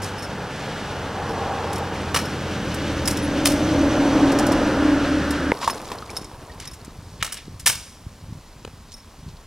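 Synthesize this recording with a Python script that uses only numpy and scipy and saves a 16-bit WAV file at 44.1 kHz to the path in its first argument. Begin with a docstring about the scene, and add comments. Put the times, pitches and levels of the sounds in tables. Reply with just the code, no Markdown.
"""Scooter tricks on a driveway

A kick scooter clacks, slaps and pings on asphalt: shaped noise rings frame, fork and loose steel, and walls echo.
A truck passes, built from engine pulses, filtered road noise and sinking tyre tones, until a hard cut and a pop.
Then hard wheels roll away as random small impacts, while gusts of noise bump the microphone."""
import sys
import numpy as np
from scipy import signal
from scipy.fft import rfft, irfft, next_fast_len
from scipy.io import wavfile
from scipy.ndimage import uniform_filter1d

SR = 44100
rng = np.random.default_rng(int(sys.argv[2]) if len(sys.argv) > 2 else 0)


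def to_wav(sig):
    """Store sig (one row per channel, or 1-D mono) as 16-bit WAV at the path in sys.argv[1].

    Samples outside -1..1 are clipped; the rate is SR.
    """
    pcm = np.clip(np.atleast_2d(sig), -1, 1) * 32767
    pcm = np.round(pcm).astype(np.int16)
    wavfile.write(sys.argv[1], SR, pcm.T)  # frames by channels


N = 417186
T = np.arange(N) / SR
CUT_S, TOP_HZ = 5.5145, 15800  # where the truck cuts to the rolling scooter; top of the sound

# steady background of the yard: (frequency [Hz], density [dB per Hz])
YARD_SPECTRUM = [(15, -21), (25, -0.5), (86, -2.5), (110, -14), (233, -11), (399, -30.5), (895, -27),
                 (2060, -27), (3530, -29), (4870, -27.5), (13500, -38), (15500, -42)]
YARD_DB = -46.5

# the truck drives by in a straight line, at this speed and closest distance
TRUCK_M_S, ROAD_M = 10.83, 8.14
# each part of the pass: (loudest time [s], level there [dB], loss per doubling of distance [dB])
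DRONE_PASS = (4.3, -21, 9.66)
THROB_PASS = (3.87, -27, 3.35)
ROAR_PASS = (4.32, -25, 19.2)
WHINE_PASS = (4.77, -31, 6.1)
HISS_PASS = (4.15, -33.5, 3.3)
# engine speed: (time [s], firing rate [Hz])
ENGINE_SPEED = [(0, 96), (1.45, 89.7), (2.2, 87.5), (2.8, 82.76), (4.3, 78.91), (5.05, 74.84), (5.5, 73.8)]
# exhaust resonances: (frequency [Hz], width before narrowing [Hz], relative level [dB])
EXHAUST_MODES = [(244, 56, -7.5), (288, 78, 0), (551, 100, -7)]
# swells of the firing boom: (time [s], level before trim [dB])
BOOM_LEVEL = [(0, -31.5), (.55, -50), (1.2, -34.5), (2.2, -32.5), (2.45, -36), (3, -30.5), (3.62, -35),
              (3.82, -29), (4.2, -39), (4.7, -33), (5.25, -29), (5.5, -33)]
# low throb of the engine: (multiple of the crank rate, relative level [dB])
THROB_ORDERS = [(1, -5), (3, 1), (4, -15), (5, 0.5)]
# rumble of the truck's body: (frequency [Hz], density [dB per Hz])
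BODY_RUMBLE = [(20, -16), (42, -34), (60, -1.5), (95, -3), (132, 1), (205, 1.5), (240, -5), (400, -7),
               (500, -8.5), (900, -44)]
# tyre roar, its upper band and the road hiss: (frequency [Hz], density [dB per Hz])
ROAR_SPECTRUM = [(210, -28), (360, -5.5), (487, -0.5), (560, -2), (684, -4), (794, -1.5), (890, -3),
                 (1200, -9.5), (1560, -20), (2640, -120)]
WHINE_SPECTRUM = [(700, -40), (1100, 0.5), (1450, 5.5), (1750, 3), (2200, -11), (3000, -47.5)]
HISS_SPECTRUM = [(1200, -20.5), (2000, 0.5), (2900, 2), (3830, -3), (4970, -5.5), (5750, -5.5), (6620, -11),
                 (9500, -17), (11500, -23.5), (15000, -41)]
# single swells of roar, hiss and pushed air: (time [s], half width [s], level [dB])
ROAR_SWELL = (1.51, 0.35, -30.5)
HISS_SWELL = (0.67, 0.22, -41.5)
WAKE_SWELL = (4, 0.98, -38)
FAR_ROAR_DB, FAR_WHINE_DB = -35, -39.5  # steady roar from farther along the road
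# tones of the tyre tread: (frequency [Hz], relative level [dB])
TREAD_TONES = [(275, 0), (289, -6.5), (303, -2), (332, -13.5), (594, -11)]
# swells of the tread hum: (time [s], level before trim [dB])
TREAD_LEVEL = [(1.7, -62), (3.1, -35), (3.38, -23.5), (3.95, -19), (4.1, -23), (4.25, -15.5), (4.6, -25),
               (4.85, -19), (5.25, -23.5), (5.5, -28)]
TREAD_WANDER, TREAD_FLUTTER_DB = .012, 2.5  # pitch wander as a share; level flutter
# hollow resonances of the tyres: (frequency [Hz], width [Hz], relative level [dB])
HOWL_MODES = [(452, 90, -0.5), (790, 77, 3), (1090, 130, -5)]
# one swell of the tyre howl: (time [s], half width [s], level [dB])
HOWL_SWELL = (1.52, 0.31, -31)
# one swell of the narrow hiss: (time [s], half width [s], level [dB])
SIZZLE_SWELL = (3.86, 0.69, -46.5)
SIZZLE_HZ, SIZZLE_RATE = 5950, 490  # centre pitch; random steps per second that set the width

# ticks of fork, clamp and bars, and a few flicked stones: (time [s], relative level [dB], t60 [s], pitch [Hz],
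# steel ring [dB])
RATTLE_TICKS = [(.018, -20.5, 0.1, 6500, -12), (.04, -22, 0.23, 6450, -10), (0.221, -23, 0.087, 5400, -4),
                (1.729, -19.5, 0.093, 9000, -8), (1.756, -22, 0.069, 9000, 1),
                (1.78, -25, 0.056, 10000, -6), (2.742, -17.5, 0.06, 10000, -9),
                (3.055, -17.5, 0.081, 9000, 1), (3.108, -12.5, 0.07, 10000, -9),
                (3.171, -17.5, 0.065, 8000, -3), (4.3186, -16.5, .05, 8000, -12),
                (4.3864, -11, 0.079, 7500, -9), (4.4657, -18.5, 0.078, 9500, -5),
                (4.518, -17, 0.079, 8500, -5), (5.306, -15.5, 0.077, 7960, -5),
                (5.643, -16, .03, 6500, -10), (5.6737, -15, 0.089, 7500, -10),
                (5.699, -16, 0.032, 5500, -8), (5.917, -19, 0.043, 4630, -17),
                (6.1021, -15, 0.014, 5800, -12), (6.111, -18, .015, 5800, -12),
                (6.2133, -24, 0.027, 6500, -6), (6.2438, -25, .03, 7700, -5),
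                (6.5985, -19.5, 0.068, 6000, -20), (6.621, -23, .06, 3700, -12),
                (6.652, -21, 0.054, 5000, -12), (6.733, -25.5, 0.091, 8000, -8),
                (6.847, -29, 0.054, 8500, -10), (7.3216, -16, 0.019, 7500, -4), (7.37, -21, 0.07, 4000, -9),
                (7.595, -25, 0.12, 8000, -6), (7.7532, -13, .03, 10500, -10)]
# bouts of the loose steel brake pinging: (time [s], length [s], relative level [dB])
BRAKE_PINGS = [(0.032, .008, -27), (0.182, .03, -34), (0.229, .03, -32), (1.291, 0.03, -36),
               (2.253, 0.0071, -30.5), (5.703, .008, -20.5), (6.166, .008, -18.5), (6.6734, .008, -26.5),
               (6.713, .008, -35), (8.939, .008, -32.5), (8.966, .045, -44)]
PING_GAP_S, PING_FADE_DB, PING_SCATTER_DB = .012, -4, 1.5  # mean gap; loss over a bout; spread of touches
# modes of the brake: (frequency [Hz], relative level [dB], t60 [s])
BRAKE_MODES = [(3770, -16, .06), (5230, -6, .035), (5380, -1, .05), (5560, -7, .03), (6330, -13, .04),
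               (8860, -13, .06), (10200, -13, .05), (10500, -15, .05), (11850, -16, .06)]
# echoes from house and garage: (delay [s], level [dB])
WALL_ECHOES = [(0.028, -17.5), (0.051, -18.5)]
# deck and wheels striking asphalt:
# (time [s], relative level [dB], relative treble [dB], t60 [s], change per rebound [dB])
DECK_CLACKS = [(2.1427, -10, -13, 0.077, -22), (2.159, -10.5, -11, 0.053, -10), (2.169, -12, -9, .04, -18),
               (2.1878, -14, -16, 0.035, -14), (3.0741, -15.5, -5, 0.042, -11),
               (3.0791, -12.5, -4, .035, -14), (3.452, -11, -9, .02, -20), (3.4555, -5, -4.5, 0.031, -15),
               (3.463, -10, -5, .03, -14), (3.469, -7, -6, 0.032, -13), (3.4985, -25, -5, .08, -4),
               (7.2256, -12, -6, 0.036, -4), (7.322, -24, 0, 0.054, -10), (7.659, -16, -2, 0.034, -20),
               (7.662, -8.5, -0.5, 0.039, -6.5), (7.6704, -8.5, 2, 0.047, -10.5),
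               (7.6972, -6, -7, 0.028, -13), (7.732, -16, -13, 0.023, -11), (8.648, -37, -24, 0.016, -14)]
REBOUND_S = .0187  # gap between a blow and each rebound
# modes of deck and stem: (frequency [Hz], width, at least 85 in use [Hz], relative level [dB])
FRAME_MODES = [(1280, 130, -18), (1710, 79, -17), (3070, 210, -4), (4940, 110, -4), (5380, 130, 0.5),
               (5620, 82, -1), (5900, 90, -9), (8400, 310, -7), (9400, 200, -5), (10500, 110, 0)]
# contact crack: (frequency [Hz], density [dB per Hz])
CRACK_SPECTRUM = [(200, -7), (600, 2.5), (1200, 5.5), (2200, 0), (3800, -6.5), (6000, -7.5), (10000, -8),
                  (13000, -12), (16000, -18)]
# knocks of shoes and wheels: (time [s], tone level [dB], pitch [Hz], t60 [s], scuff to tone [ratio])
DECK_KNOCKS = [(2.1445, -19, 480, .05, .8), (2.161, -18, 1130, 0.042, 1.56), (3.456, -24, 630, .05, 0.73),
               (5.616, -25.5, 960, 0.06, 0.59), (5.632, -23, 1064, 0.088, 0.44),
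               (5.643, -25, 1040, 0.05, .6), (5.6763, -9.5, 1105, 0.036, 0.17),
               (5.678, -9, 917, 0.043, 0.21), (5.698, -20, 1084, 0.037, 0.74),
               (5.917, -24.5, 1000, 0.067, 0.62), (6.025, -25.5, 1260, 0.033, 0.17),
               (7.663, -19, 1766, 0.096, 0.74), (8.65, -30, 350, 0.014, 1.8),
               (8.676, -29.5, 453, 0.025, 0.61)]
# a wheel slapped flat on the ground: (time [s], level [dB], t60 [s])
WHEEL_SLAPS = [(2.1448, -15, 0.02), (2.1622, -18, .03), (3.456, -14, 0.021), (7.2258, -8.5, 0.021),
               (7.663, -14, 0.02), (8.6485, -27, 0.016)]
# modes of wheel and fork: (frequency [Hz], relative level [dB])
FORK_MODES = [(1260, -4.5), (1850, -11), (2500, -5), (2920, -6), (3900, -4.5), (6850, -10.5), (10000, -15)]
# squeaks of soles and bearings: (time [s], length [s], peak level [dB], pitch [Hz], rise [share of pitch])
DRY_SQUEAKS = [(3.208, 0.068, -37, 10400, -0.004), (6.091, 0.013, -33.5, 2070, 0.26),
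               (6.493, 0.02, -40, 1850, 0.037), (8.915, 0.06, -50, 8900, 0.014)]

# patter of the hard wheels: (frequency [Hz], density [dB per Hz])
WHEEL_SPECTRUM = [(110, -42), (190, -1.5), (419, 1.5), (746, -2.5), (994, -2), (1370, -10.5), (1870, -14.5),
                  (2400, -16.5), (4050, -19.5), (5020, -23), (5490, -18), (6580, -29), (10500, -22.5),
                  (14000, -35)]
# the scooter passes beside the microphone, then rolls off; its distance is held at FAR_M
ROLL_DB, BESIDE_S, BESIDE_M, SCOOTER_M_S, FAR_M = -33.6, 5.67, 1.11, 4.97, 10
# loose stones under the wheels: (pitch [Hz], relative level [dB])
PEBBLE_SIZES = [(1400, 0), (2600, -8.5), (4300, 3), (6200, -1)]
PEBBLES_PER_S = 38  # hits on each size
# wind at the microphone: (frequency [Hz], density [dB per Hz])
WIND_SPECTRUM = [(13, -43), (22, -20.5), (90, -4), (163, -10), (200, -21), (258, -21), (400, -35),
                 (520, -60), (880, -120)]
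# gusts over the breeze: (time [s], half width [s], level [dB])
WIND_GUSTS = [(5.9, 0.42, -45), (6.65, 0.23, -43), (7.12, 0.11, -40.5), (7.53, 0.045, -36),
              (7.7, 0.066, -39.5), (8.06, 0.036, -36), (8.308, 0.061, -35.5), (8.68, 0.12, -45.5),
              (9.27, 0.052, -36)]
BREEZE_DB = -58
# strongest single eddies: (time [s], relative level [dB], pitch [Hz])
WIND_BUFFETS = [(6.217, -33, 208), (6.881, -31, 188), (6.991, -32, 106), (7.222, -28.5, 89.5),
                (7.482, -30, 196), (8.327, -28, 115)]
# soles and wheels scraping over grit: (time [s], length [s], level [dB], pitch [Hz])
GRIT_SCRAPES = [(5.589, 0.12, -32, 4170), (5.607, 0.046, -31.5, 1200), (6.136, 0.075, -43, 5000),
                (6.586, 0.093, -45, 3300), (6.629, .12, -50, 1800), (6.701, 0.3, -55, 1180),
                (6.95, 0.4, -55, 5000), (7.195, 0.044, -38, 2600), (7.226, 0.12, -46, 2400),
                (7.3, 0.16, -46, 2600), (8.903, 0.044, -44, 5000), (9.24, 0.1, -53.5, 4000)]
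# between the two ports: (frequency [Hz], lag of the left [samples], relative unshared sound [dB])
PORT_SPREAD = [(30, .1, -38), (120, .1, -46), (500, .15, -38), (1000, .2, -28), (2500, .4, -19),
               (5000, .93, -13), (9000, .97, -11), (13000, 1, -9)]


def undb(db):
    """Decibels to gain."""
    return 10 ** (np.asarray(db) / 20)


def unit(x):
    """Scale to rms 1."""
    return x / np.sqrt(np.mean(x ** 2) + 1e-20)


def noise(size=N):
    """White noise."""
    return rng.standard_normal(size)


def curve(table):
    """Draw a (time, value) table as a line through every sample."""
    s, values = np.transpose(table)
    return np.interp(T, s, values)


def colour(x, points):
    """Minimum-phase filter with the given (Hz, dB) outline, made by folding its cepstrum."""
    hz, db = np.transpose(points)
    size = next_fast_len(len(x) + 4096, True) // 2 * 2
    f = np.maximum(np.fft.rfftfreq(size, 1 / SR), 1)
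    outline_db = np.interp(np.log(f), np.log(hz), db)
    cepstrum = irfft(np.log(undb(outline_db)))
    cepstrum[1:size // 2] *= 2
    cepstrum[size // 2 + 1:] = 0
    return irfft(rfft(x, size) * np.exp(rfft(cepstrum)))[:len(x)]


def resonate(x, hz, width_hz):
    """One resonance, gain 1 at its centre."""
    return signal.lfilter(*signal.iirpeak(hz, hz / width_hz, fs=SR), x)


def resonate_twice(x, hz, width_hz):
    """The same resonance twice over, for steeper skirts."""
    return resonate(resonate(x, hz, width_hz), hz, width_hz)


def above(x, hz):
    """Second-order high-pass."""
    return signal.sosfilt(signal.butter(2, hz, "high", fs=SR, output="sos"), x)


def fade(t, t60):
    """Exponential decay, down 60 dB at t60."""
    return np.exp(-np.log(1000) * t / t60)


def walk(rate):
    """Smooth random wander of rms 1, with this many new values a second."""
    k = int(SR / rate)
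    steps = np.repeat(noise(N // k + 1), k)
    return unit(uniform_filter1d(uniform_filter1d(steps, k), k)[:N])


def roughness(size, rate):
    """Noise of rms 1 averaged over 1/rate seconds."""
    return unit(uniform_filter1d(noise(size), SR // rate))


def grains(rate, spread_db):
    """Random tiny impacts of very unequal size, this many a second."""
    hits = rng.random(N) < rate / SR
    return hits * noise() * undb(spread_db * np.minimum(rng.exponential(size=N), 4))


def add(out, s, sound):
    """Mix a sound in at time s."""
    i = int(s * SR)
    out[i:i + len(sound)] += sound[:len(out) - i]


def burst(t, t60, rise_s, clump_db=3):
    """An uneven chatter of contacts that builds quickly and dies away."""
    clumps = undb(clump_db * np.clip(roughness(len(t), 600), -2, 2))
    return noise(len(t)) * unit(clumps) * fade(t, t60) * (1 - np.exp(-t / rise_s))


def swell(s, half_width_s, db):
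    """A bell-shaped rise and fall of gain."""
    return undb(db) * np.exp(-.5 * ((T - s) / half_width_s) ** 2)


def passing(s, db, doubling_db):
    """Gain of a part of the truck as it nears, draws level and leaves."""
    distance = np.hypot(ROAD_M, TRUCK_M_S * (T - s))
    return undb(db - doubling_db * np.log2(distance / ROAD_M))


def doppler():
    """Pitch ratio of the truck: above 1 while it nears, below as it leaves."""
    along = TRUCK_M_S * (T - DRONE_PASS[0])
    return 1 - TRUCK_M_S / 343 * along / np.hypot(ROAD_M, along)


def yard():
    """A steady, mostly low bed of coloured noise."""
    return unit(colour(noise(), YARD_SPECTRUM)) * undb(YARD_DB + 0.1 * walk(6.3))


def engine(scatter=0.32, second_firing=0.013, boom_db=-2):
    """Uneven firing pulses and gas noise ring the exhaust, over a boom and a low throb."""
    turns = np.cumsum(curve(ENGINE_SPEED) / 2 * (1 + 0.01204 * walk(14))) / SR
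    # two firings to a crank turn, the second very weak: this fills in the half orders
    first = np.diff(np.floor(turns), prepend=0)
    second = np.diff(np.floor(turns + .5), prepend=0)
    pulses = (first + second_firing * second) * (1 + scatter * walk(60))
    exhaust_gas = unit(above(pulses, 23)) + noise()
    drone = sum(undb(db) * resonate_twice(exhaust_gas, hz, 0.94 * w) for hz, w, db in EXHAUST_MODES)
    boom = np.sin(4 * np.pi * turns) * undb(walk(18))
    orders = sum(undb(db + 2 * walk(9.1)) * np.sin(2 * np.pi * k * turns) for k, db in THROB_ORDERS)
    throb = undb(-7.5) * unit(orders) + unit(colour(noise(), BODY_RUMBLE))
    return (unit(drone) * passing(*DRONE_PASS) + unit(boom) * undb(curve(BOOM_LEVEL) + boom_db)
            + unit(throb) * passing(*THROB_PASS))


def roar():
    """Tyre roar: mid-band noise from the pass, one early swell and the far road."""
    gain = np.sqrt(passing(*ROAR_PASS) ** 2 + swell(*ROAR_SWELL) ** 2 + undb(FAR_ROAR_DB) ** 2)
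    return unit(colour(noise(), ROAR_SPECTRUM)) * gain * undb(.5 * walk(40))


def whine(swell_db=-13):
    """Upper band of the tyre roar, sharing its swell at a lower level."""
    early = swell(*ROAR_SWELL) * undb(swell_db)
    gain = np.sqrt(passing(*WHINE_PASS) ** 2 + early ** 2 + undb(FAR_WHINE_DB) ** 2)
    return unit(colour(noise(), WHINE_SPECTRUM)) * gain * undb(0.31 * walk(25))


def hiss():
    """Tyre hiss on the road as bright noise, plus one early swell of bright hiss."""
    gain = np.hypot(passing(*HISS_PASS), swell(*HISS_SWELL))
    return unit(colour(noise(), HISS_SPECTRUM)) * gain * undb(0.94 * walk(30))


def wake():
    """Air pushed by the truck buffets the microphone around 28 Hz."""
    return unit(resonate_twice(noise(), 28, 22)) * swell(*WAKE_SWELL)


def tread():
    """The tyre tread hums in a few close, slightly unsteady tones that sink as the truck goes by."""
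    out = np.zeros(N)
    for hz, db in TREAD_TONES:
        pitch = hz * doppler() * (1 + TREAD_WANDER * walk(22))
        flutter = undb(db + TREAD_FLUTTER_DB * walk(16))
        out += flutter * np.sin(2 * np.pi * np.cumsum(pitch) / SR)
    return unit(out) * undb(curve(TREAD_LEVEL) - 1)


def howl():
    """For a moment the tyres ring in a few hollow resonances."""
    air = noise()
    rings = sum(undb(db) * resonate_twice(air, hz, w) for hz, w, db in HOWL_MODES)
    return unit(rings) * swell(*HOWL_SWELL)


def sizzle():
    """A narrow band of hiss, shifted up while the truck nears and down as it leaves."""
    carrier = np.sin(2 * np.pi * np.cumsum(SIZZLE_HZ * doppler()) / SR)
    return unit(walk(SIZZLE_RATE) * carrier) * swell(*SIZZLE_SWELL)


def truck():
    """Engine, tyres and pushed air of the passing truck together, with an early swell of hiss."""
    return engine() + roar() + whine() + hiss() + wake() + tread() + howl() + sizzle()


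def brake(t, buzz=0.6):
    """The loose steel buzzes against its pin as it rings, its modes slightly retuned at each touch."""
    out = np.zeros(len(t))
    for hz, db, t60 in BRAKE_MODES:
        shake = 1 + buzz * roughness(len(t), 500)
        pitch = hz * (1 + 0.0094 * rng.standard_normal())
        out += undb(db) * shake * np.sin(2 * np.pi * pitch * t) * fade(t, t60)
    return out * (1 - np.exp(-t / 0.0022))


def bout(s, length_s, gap_s, count=12):
    """Times and gains of a loose part's touches: uneven, and weaker towards the end."""
    gaps, sizes = rng.uniform(.7, 1.3, count), rng.standard_normal(count)
    late = gap_s * (np.cumsum(gaps) - gaps[0])
    scatter_db = PING_SCATTER_DB * sizes * (late > 0)  # none on the first touch
    gain = undb(PING_FADE_DB * late / max(length_s, gap_s) + scatter_db)
    return [(s + d, g) for d, g in zip(late, gain) if d <= length_s]


def rattles(ping_tick_db=-2):
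    """Loose parts and a few flicked stones tick, each around its own pitch, and set the brake ringing."""
    t = T[:SR // 4]
    ticks, rings = np.zeros(N), np.zeros(N)
    for s, db, t60, hz, ring_db in RATTLE_TICKS:
        tick = resonate(burst(t, t60, rise_s=0.0013), hz, hz)
        add(ticks, s, undb(db + 2) * tick)
        add(rings, s, undb(db + ring_db - 8.5) * brake(t))
    for start, length_s, db in BRAKE_PINGS:
        for s, gain in bout(start, length_s, PING_GAP_S):
            add(ticks, s, gain * undb(db + ping_tick_db) * burst(t, 0.031, rise_s=0.00093))
            add(rings, s, gain * undb(db) * brake(t))
    return undb(-0.5) * above(colour(ticks, CRACK_SPECTRUM), 1500) + undb(2) * rings


def driveway(x, t60=0.64, tail_db=-15):
    """Two wall echoes and a thin tail scattered by siding, hedge and trees."""
    t = T[:SR * 3 // 4]
    tail = colour(noise(len(t)), [(200, -16), (1200, -2), (5500, 2), (9000, -4), (15000, -8.5)])
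    tail *= fade(t, t60) * (1 - np.exp(-t / 0.0035))
    response = undb(tail_db) * tail / np.sqrt(np.sum(tail ** 2))
    for s, db in WALL_ECHOES:
        response[int(s * SR)] += undb(db)
    return signal.fftconvolve(x, response)[:N]


def clacks(ring_db=3, split_hz=4800, thud_db=-13, count=3):
    """Each blow and its two rebounds crack, ring the frame and thud through the deck."""
    t = T[:SR // 4]
    dull, bright = np.zeros(N), np.zeros(N)
    for s, db, treble_db, t60, rebound_db in DECK_CLACKS:
        for k in range(count):
            chatter = burst(t, t60, rise_s=0.002) * undb(db + k * rebound_db)
            # more treble means less body
            add(dull, s + k * REBOUND_S, chatter * undb(-.3 * (treble_db + 32)))
            add(bright, s + k * REBOUND_S, chatter * undb(treble_db + 9))
    low = signal.sosfilt(signal.butter(2, split_hz, fs=SR, output="sos"), dull)
    # subtracted, so the two bands do not cancel at the split
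    force = colour(low - above(bright, split_hz), CRACK_SPECTRUM)
    ring = sum(undb(db) * resonate(force, hz, max(w, 85)) for hz, w, db in FRAME_MODES)
    thud = resonate(dull, 760, 500)
    return undb(5) * (force + undb(ring_db) * ring + undb(thud_db) * thud)


def knocks():
    """Shoe and wheel knock the deck: one damped tone with a scuff around it."""
    t, out = T[:SR // 8], np.zeros(N)
    for s, db, hz, t60, scuff in DECK_KNOCKS:
        rub = unit(resonate(noise(len(t)), hz, hz))
        add(out, s, undb(db) * (np.sin(2 * np.pi * hz * t) + scuff * rub) * fade(t, t60))
    return out


def slaps(rough=0.56, rise_s=0.00063):
    """A short hard contact rings wheel and fork, roughened by the asphalt: a dry, woody clack."""
    t, out = T[:SR // 8], np.zeros(N)
    for s, db, t60 in WHEEL_SLAPS:
        envelope = fade(t, t60) * (1 - np.exp(-t / rise_s))
        for hz, mode_db in FORK_MODES:
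            shake = 1 + rough * roughness(len(t), 1200)
            pitch = hz * (1 + 0.022 * rng.standard_normal())
            tone = np.sin(2 * np.pi * (pitch * t + rng.random()))
            add(out, s, undb(db + mode_db) * shake * tone * envelope)
    return out


def squeaks(waver_hz=60):
    """Rubber or a dry bearing sticks and slips: a brief, unsteady, gliding tone."""
    out = np.zeros(N)
    for s, length_s, db, hz, rise in DRY_SQUEAKS:
        size = int(length_s * SR)
        glide = hz * (1 + rise * np.linspace(0, 1, size))
        pitch = glide + waver_hz * roughness(size, 700)
        add(out, s, undb(db) * np.hanning(size) * np.sin(2 * np.pi * np.cumsum(pitch) / SR))
    return out


def pebbles(t60=0.028):
    """Loose stones tick under the wheels, many and small, each size at its own pitch."""
    out = np.zeros(N)
    for hz, db in PEBBLE_SIZES:
        hits = (rng.random(N) < PEBBLES_PER_S / SR) * rng.random(N)
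        chatter = signal.fftconvolve(hits, fade(T[:SR // 20], t60))[:N] * noise()
        out += undb(db) * unit(resonate_twice(chatter, hz, hz / 2))
    return unit(out)


def rolling(sing_db=-9, grit_db=-16, pebble_db=-11, bump_db=-12):
    """Hard wheels patter over asphalt, bump, sing, crunch grit and flick pebbles, fading with distance."""
    distance = np.minimum(np.hypot(BESIDE_M, SCOOTER_M_S * (T - BESIDE_S)), FAR_M)
    patter = unit(colour(grains(3500, 2), WHEEL_SPECTRUM)) * undb(1.6 * walk(25))
    sing = unit(resonate_twice(noise(), 1050, 330))
    grit = unit(resonate(grains(900, 2), 6000, 6000))
    bumps = unit(resonate_twice(grains(130, 1.5), 950, 900))
    wheels = patter + undb(bump_db) * bumps + undb(sing_db) * sing
    wheels += undb(grit_db) * grit + undb(pebble_db) * pebbles()
    return wheels * undb(ROLL_DB) / distance


def wind():
    """Small eddies bump the microphone, harder in the gusts, with a few single strong swings."""
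    strength = np.sqrt(undb(BREEZE_DB) ** 2 + sum(swell(*gust) ** 2 for gust in WIND_GUSTS))
    eddies = colour(grains(500, 5.4), WIND_SPECTRUM)
    # even out the chance level over 80 ms so the gusts set the loudness
    out = eddies / np.sqrt(uniform_filter1d(eddies ** 2, int(.08 * SR)) + 1e-12) * strength
    half = SR // 50
    for s, db, hz in WIND_BUFFETS:
        swing = 2 * np.pi * hz * (T[:2 * half] - T[half])
        add(out, s - T[half], -undb(db + 7.5) * swing * np.exp(-swing ** 2 / 2))
    return out


def pop():
    """A short hollow pop just after the cut: a bright tick, then a duller, two-toned one."""
    t, out = T[:SR // 16], np.zeros(N)
    add(out, 5.5185, -undb(-5) * np.sin(2 * np.pi * 2100 * t) * fade(t, 0.0098))
    add(out, 5.5198, undb(-3.5) * np.sin(2 * np.pi * 520 * t) * fade(t, 0.012))
    add(out, 5.5198, undb(-8.5) * np.sin(2 * np.pi * 880 * t) * fade(t, 0.016))
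    return out


def scrapes():
    """Grit cracks under a sliding sole or wheel: a short swell of uneven grains."""
    out = np.zeros(N)
    for s, length_s, db, hz in GRIT_SCRAPES:
        size = int(length_s * SR)
        grit = unit(resonate_twice(grains(2200, 2.2)[:size], hz, hz))
        add(out, s, undb(db) * np.hanning(size) * grit)
    return out


def ports(x):
    """Two close ports: in the treble the left hears a little later and the two differ."""
    hz, lag, apart_db = np.transpose(PORT_SPREAD)
    f = np.fft.rfftfreq(N, 1 / SR)
    turn = np.exp(1j * np.pi * f * np.interp(f, hz, lag) / SR)  # half the lag for each side
    side = colour(x, np.transpose([hz, apart_db])) * walk(1400)
    left = irfft(rfft(x + side) / turn, N)
    right = irfft(rfft(x - side) * turn, N)
    return np.array([left, right])


def scene():
    """Truck before the cut, wheels and wind after it, the scooter's blows throughout."""
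    after = np.clip((T - CUT_S) * SR / 32, 0, 1)  # crossfade over 32 samples
    air = yard() + truck() * (1 - after) + (rolling() + wind()) * after
    blows = clacks() + slaps()
    small = rattles() + scrapes() + squeaks()
    # the loud blows carry to the house front more than the small rattles
    echo = driveway(blows + .35 * small)
    return ports(air + blows + small + knocks() + pop() + echo)


def record(dry):
    """Round off peaks near full scale and cut everything above the top frequency."""
    rounded = dry / (1 + dry ** 8) ** (1 / 8)
    return signal.sosfilt(signal.ellip(10, .1, 90, TOP_HZ, fs=SR, output="sos"), rounded)


dry = scene()
out = record(dry)
to_wav(out)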